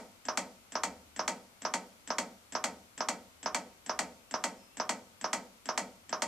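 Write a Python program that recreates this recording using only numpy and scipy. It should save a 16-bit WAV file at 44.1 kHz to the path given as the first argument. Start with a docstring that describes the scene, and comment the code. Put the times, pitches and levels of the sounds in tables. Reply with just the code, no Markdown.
"""A steel clicker in a plastic training manikin, under chest compressions at about 135 a minute.
Each push makes it tick, then snap through; on release it snaps back, brighter.
The hollow torso rings with every snap and the carpeted room answers. Once, rubbing plastic squeaks faintly.
Behind it: quiet hiss, mains hum and a far, low drone that comes and goes."""
import sys
import numpy as np
from scipy import signal
from scipy.fft import rfft, irfft, next_fast_len
from scipy.io import wavfile
from scipy.ndimage import uniform_filter1d, map_coordinates

SR = 44100
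rng = np.random.default_rng(int(sys.argv[2]) if len(sys.argv) > 2 else 0)


def bounce(signal):
    """Save signal as a 16-bit WAV file at the path given by the first command-line argument."""
    frames = np.transpose(np.atleast_2d(signal))
    limited = np.clip(frames, -1, 1)
    pcm = np.round(limited * 32767).astype(np.int16)
    wavfile.write(sys.argv[1], SR, pcm)


N = 276507

# Compressions. Each row: start of buckling, snap through, snap back, all in seconds.
PUSHES_S = [(-0.19, -0.16, -0.07), (0.2525, 0.2851, 0.3733), (0.7207, 0.7539, 0.8348),
            (1.1625, 1.193, 1.2784), (1.6195, 1.6506, 1.7382), (2.0746, 2.1036, 2.1837),
            (2.5227, 2.5511, 2.6405), (2.9775, 3.0056, 3.0863), (3.4295, 3.4594, 3.546),
            (3.8621, 3.8944, 3.9906), (4.3108, 4.3398, 4.439), (4.7702, 4.799, 4.8927),
            (5.2121, 5.2426, 5.3308), (5.6566, 5.6889, 5.7765), (6.0932, 6.1275, 6.2206)]
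# Spectra of tick, snap through and snap back. Each row: frequency in Hz, relative level in dB.
TICK_SPECTRUM = [(130, -30), (230, 8), (380, -11.5), (700, -8.5), (1250, -16.5), (1750, -7), (2500, -16),
                 (3200, -11.5), (4100, -23.5), (5900, -14.5), (6800, -17.5), (7600, -1.5), (8600, -26),
                 (12000, -52)]
PRESS_SPECTRUM = [(60, -35.5), (130, -22), (185, -13), (400, -7), (650, -4), (1250, -1), (2200, -11.5),
                  (3100, -17.5), (4500, -20.5), (5100, -5), (6150, -7.5), (6700, -21.5), (7600, -33),
                  (9200, -53), (14000, -60)]
RELEASE_SPECTRUM = [(60, -31.5), (130, -25.5), (185, -4), (290, -3), (370, -11), (650, 1), (1500, -4.5),
                    (2100, -4), (2700, -11), (3900, -14.5), (6300, -7.5), (7700, -6.5), (9700, -22.5),
                    (14000, -31.5), (16400, -59)]
# Torso resonances. Each row: frequency in Hz, width in Hz, pressed and released lift in dB before scaling.
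SHELL_MODES = [(193.6, 14.7, 11.5, 6.5), (239.5, 38, 7, 8), (475.6, 21, 4.5, 1.5), (545.7, 10, 10, 7.5),
               (590, 30, -1.5, 3.5), (623, 32.3, 12, 2.5), (682.5, 30, 8.5, -3), (744, 11.3, 10, -0.5),
               (816, 24, -4, 1.5), (921.3, 49, 8.5, 11), (997, 29, 5.5, 2), (1067, 20, 6.5, -6),
               (1145, 49, 4, 0), (1258, 17.3, 8.5, 7), (1293, 22, 3, 5), (1616, 35, 4.5, -5.5),
               (1790, 33, 9, -19), (1950, 130, -1.5, 5), (2314, 48, -6, 10), (3304, 170, 0, 10),
               (4396, 203, 9, 11.5)]
# Soft skin muffling the ring in the chest. Each row: frequency in Hz, gain in dB.
SKIN_GAIN = [(8000, 1), (13000, -6.5)]
# Left-right likeness of a snap. Each row: frequency in Hz, coherence from 0 to 1.
SNAP_COHERENCE = [(200, .985), (600, .97), (1100, .955), (2200, .9), (5000, .8), (8000, .55), (13000, .4)]
# Treble mismatch of the two microphone ports. Each row: frequency in Hz, left minus right in dB.
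PORT_BALANCE = [(300, -.3), (3800, -.5), (5050, -1.8), (6150, -6), (6800, 0), (7600, 10.5), (10000, 10),
                (14000, 7)]
# Chest squeaks. Each row: start and length in seconds, pitch in Hz, glide in Hz per second,
# level in dB, octave level in dB.
CHEST_SQUEAKS = [(4.562, 0.14, 2680, -300, -77, -69), (4.68, 0.1, 2580, 2199, -71, -77)]
# Room feed: bass fills the room, treble is beamed. Each row: frequency in Hz, relative level in dB.
ROOM_FEED = [(205, 11), (690, 4), (1380, 3.5), (2950, -1.5), (7900, -14.5)]
# Room reverberation. Each row: frequency in Hz, T60 in seconds.
ROOM_T60 = [(205, 0.53), (510, 0.48), (1020, 0.31), (2550, 0.31), (6050, 0.82), (12200, 1)]
# Room hiss. Each row: frequency in Hz, relative level in dB.
HISS_SPECTRUM = [(15, -38), (25, -9.5), (87, -4.5), (147, -10), (425, -12.5), (722, -11.5), (781, -11),
                 (1330, -10.5), (1730, -16), (2140, -12.5), (3100, -15), (4480, -17), (14000, -21)]
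# Left-right likeness of the hiss. Each row: frequency in Hz, coherence from 0 to 1.
HISS_COHERENCE = [(31, 0.14), (82, 0.69), (260, 0.48), (1050, 0.15), (4100, 0.049), (12500, 0.021)]
# Leftward lean of the hiss. Each row: frequency in Hz, left minus right in dB.
HISS_LEAN = [(55, 1.5), (310, 10.5), (820, 8), (2600, 5), (6100, 4), (12500, 2.5)]
# Swells of the far drone. Each row: start in seconds, length in seconds, level in dB.
DRONE_SWELLS = [(0.654, 0.68, -68), (2.25, 0.9, -72.5), (3.107, 1.28, -74)]

SNAP_SAMPLES = 2 ** 15
BINS_HZ = np.fft.rfftfreq(SNAP_SAMPLES, 1 / SR)


def clicker(tick_db=-13.5, press_db=0.04, release_db=1.3, speed_power=1.4):
    """The spring gives every push the same snaps; a faster push buckles it sooner and ticks louder."""
    _, _, pressed_db, released_db = np.transpose(SHELL_MODES)
    tick_s, press_s, release_s = np.transpose(PUSHES_S)
    speed = 1 / (press_s - tick_s)
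    ticks_db = tick_db + speed_power * 20 * np.log10(speed / speed.mean())
    tick = cracks(crack_s=0.0033, cavity_t60_s=0.1, cavity_db=-5, steel_db=5, room_db=-8.5, fresh=0.37)
    press = cracks(crack_s=0.0048, cavity_t60_s=0.12, cavity_db=-4.5, steel_db=10, room_db=-13.5,
                   fresh=0.059)
    release = cracks(crack_s=0.0054, cavity_t60_s=0.15, cavity_db=-5, steel_db=4, room_db=-13, fresh=0.41)
    return (torso(tick, tick_s, ticks_db, TICK_SPECTRUM, 0.13 * pressed_db, bend_s=0.00498, bend_hz=300)
            + torso(press, press_s, press_db, PRESS_SPECTRUM, 1.55 * pressed_db,
                    bend_s=0.00598, bend_hz=279)
            + torso(release, release_s, release_db, RELEASE_SPECTRUM, 1.206 * released_db,
                    bend_s=0.01199, bend_hz=320))


def cracks(crack_s, cavity_t60_s, cavity_db, steel_db, room_db, fresh):
    """Spectra per push: a crack of a few ms, and its echoes in chest and room."""
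    t = np.arange(SNAP_SAMPLES) / SR
    steel_share = along([(1500, 0), (4500, 1)], BINS_HZ)  # 0: shell knock, 1: steel ring
    crack = rfft(echo_paths(fresh) * np.exp(-(t / crack_s) ** 4))
    cavity = rfft(echo_paths(fresh) * amp(cavity_db - 60 * t / cavity_t60_s))
    cavity *= amp(steel_db * steel_share + along(SKIN_GAIN, BINS_HZ))
    room = rfft(room_tail(t, fresh)) * amp(room_db + along(ROOM_FEED, BINS_HZ))
    echoes = cavity + room
    # Flatten the sum: echoes add ripple, no colour.
    power = np.mean(abs(crack + echoes) ** 2, axis=(0, 1))
    fine, broad = uniform_filter1d(power, size=45), uniform_filter1d(power, size=220)
    flatten = causal(1 / np.sqrt(abs(fine + steel_share * (broad - fine))))
    return crack * flatten, echoes * flatten


def torso(spectra, times_s, energy_db, colour, lifts_db, bend_s, bend_hz, echo_share=0.5):
    """The shell rings at each snap. It beams its resonances, so echoes carry only a share of the lift."""
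    crack, echoes = spectra
    shell_db = sum(db / (1 + (2 * (BINS_HZ - hz) / width_hz) ** 2)
                   for (hz, width_hz, *_), db in zip(SHELL_MODES, lifts_db))
    rung = crack * causal(amp(shell_db)) + echoes * causal(amp(echo_share * shell_db))
    body = causal(amp(along(colour, BINS_HZ)) * balance(PORT_BALANCE, BINS_HZ))
    # Low bending waves cross the shell slowly: each knock falls in pitch.
    lag_s = bend_s / (1 + (BINS_HZ / bend_hz) ** 2)
    bending = np.exp(-2j * np.pi * np.cumsum(lag_s) * SR / SNAP_SAMPLES)
    fade = np.minimum(np.linspace(2, 0, SNAP_SAMPLES), 1)
    snaps = irfft(rung * body * bending) * fade
    out = np.zeros((2, N + 2 * SR))
    for at_s, db, snap in zip(times_s, energy_db * np.ones(len(times_s)), snaps):
        start = round(at_s * SR) + SR
        out[:, start:start + SNAP_SAMPLES] += amp(db) * unit(snap) / np.sqrt(SNAP_SAMPLES)
    return out[:, SR:SR + N]


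def echo_paths(fresh):
    """Dense echoes as noise. Nothing moves far, so only a part, weighted by fresh, changes per push."""
    shared = rng.standard_normal((2, SNAP_SAMPLES))
    per_push = rng.standard_normal((len(PUSHES_S), 2, SNAP_SAMPLES))
    return unit(stereo(shared + fresh * per_push, SNAP_COHERENCE))


def squeaks(waver_hz=12.5):
    """Plastic rubs on plastic between two pushes: a thin gliding tone and its octave."""
    t = np.arange(N) / SR
    out = np.zeros(N)
    for start_s, length_s, hz, glide_hz_per_s, db, octave_db in CHEST_SQUEAKS:
        pitch_hz = hz + glide_hz_per_s * (t - start_s) + waver_hz * wobble(knots_per_s=90)
        partials = amp(db) * tone(pitch_hz) + amp(octave_db) * tone(2 * pitch_hz)
        out += swell(start_s, length_s, fade_s=0.031) * partials
    return out


def room_tail(t, fresh, onset_s=0.0088):
    """The walls answer after some ms; each band decays at its own rate."""
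    hz, age_s, bands = signal.stft(echo_paths(fresh), SR, nperseg=256)
    bands *= amp(-60 * age_s / along(ROOM_T60, hz)[:, None])
    _, tail = signal.istft(bands, SR, nperseg=256)
    return tail[..., :SNAP_SAMPLES] * (1 - np.exp(-(t / onset_s) ** 2))


def room_tone(hiss_db=-60.5, hiss_top_hz=14100, drone_hz=74.4, waver_hz=1.01, mains_db=-79.5):
    """Steady hiss, a far drone in swells and a trace of mains hum."""
    noise = stereo(rng.standard_normal((2, N)), HISS_COHERENCE)
    hiss = filtered(noise, lambda hz: amp(along(HISS_SPECTRUM, hz)) * balance(HISS_LEAN, hz)
                    * (hz < hiss_top_hz))
    swells = sum(amp(db) * swell(start_s, length_s, fade_s=0.27) for start_s, length_s, db in DRONE_SWELLS)
    drone = swells * tone(drone_hz + waver_hz * wobble(knots_per_s=2.97))
    return amp(hiss_db) * unit(hiss) + drone + amp(mains_db) * tone(hz=100)


def amp(db):
    """Decibels to gain."""
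    return 10 ** (np.asarray(db) / 20)


def unit(x):
    """Scale to rms 1."""
    return x / np.sqrt(np.mean(x ** 2) + 1e-20)


def along(points, hz):
    """Interpolate (Hz, value) points on a log axis."""
    knots_hz, values = np.transpose(points)
    return np.interp(np.log(hz + 1), np.log(knots_hz + 1), values)


def filtered(x, response):
    """Apply a response given as a function of Hz."""
    n = x.shape[-1]
    padded = next_fast_len(n + 2 ** 12)
    return irfft(rfft(x, padded) * response(np.fft.rfftfreq(padded, 1 / SR)), padded)[..., :n]


def causal(gain):
    """Minimum-phase response: rings only after the blow."""
    cepstrum = irfft(np.log(np.maximum(gain, 1e-7)))
    cepstrum[..., 1:SNAP_SAMPLES // 2] *= 2
    cepstrum[..., SNAP_SAMPLES // 2 + 1:] = 0
    return np.exp(rfft(cepstrum))


def balance(points, hz):
    """Left and right gains for a level difference."""
    return amp(np.outer([.5, -.5], along(points, hz)))


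def stereo(noise, coherence):
    """Mix two unrelated noises to left and right; coherence sets mid against side."""
    angle = lambda hz: np.arccos(np.clip(along(coherence, hz), -1, 1)) / 2
    mid_side = filtered(noise, lambda hz: np.array([np.cos(angle(hz)), np.sin(angle(hz))]))
    return np.array([[1, 0.97], [1, -1.57]]) @ mid_side


def wobble(knots_per_s):
    """Smooth random curve."""
    knots = rng.standard_normal(int(N * knots_per_s / SR) + 4)
    return map_coordinates(knots, [np.arange(N) * knots_per_s / SR])


def swell(start_s, length_s, fade_s):
    """Fade in, hold, fade out."""
    t = np.arange(N) / SR - start_s
    return np.clip(np.minimum(t, length_s - t) / fade_s, 0, 1)


def tone(hz):
    """Sine of rms 1 following a pitch."""
    return np.sqrt(2) * np.sin(2 * np.pi * np.cumsum(hz * np.ones(N)) / SR)


def scene(left_lag_s=2.6e-5):
    """Manikin over room tone. 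It lies a little to the right, so the left channel lags."""
    delay = lambda hz: np.exp(-2j * np.pi * np.outer([.5, -.5], hz) * left_lag_s)
    return filtered(clicker() + squeaks(), delay) + room_tone()


def record(dry, top_hz=16400):
    """Brick-wall low-pass."""
    return filtered(dry, lambda hz: hz < top_hz)


dry = scene()
out = record(dry)
bounce(out)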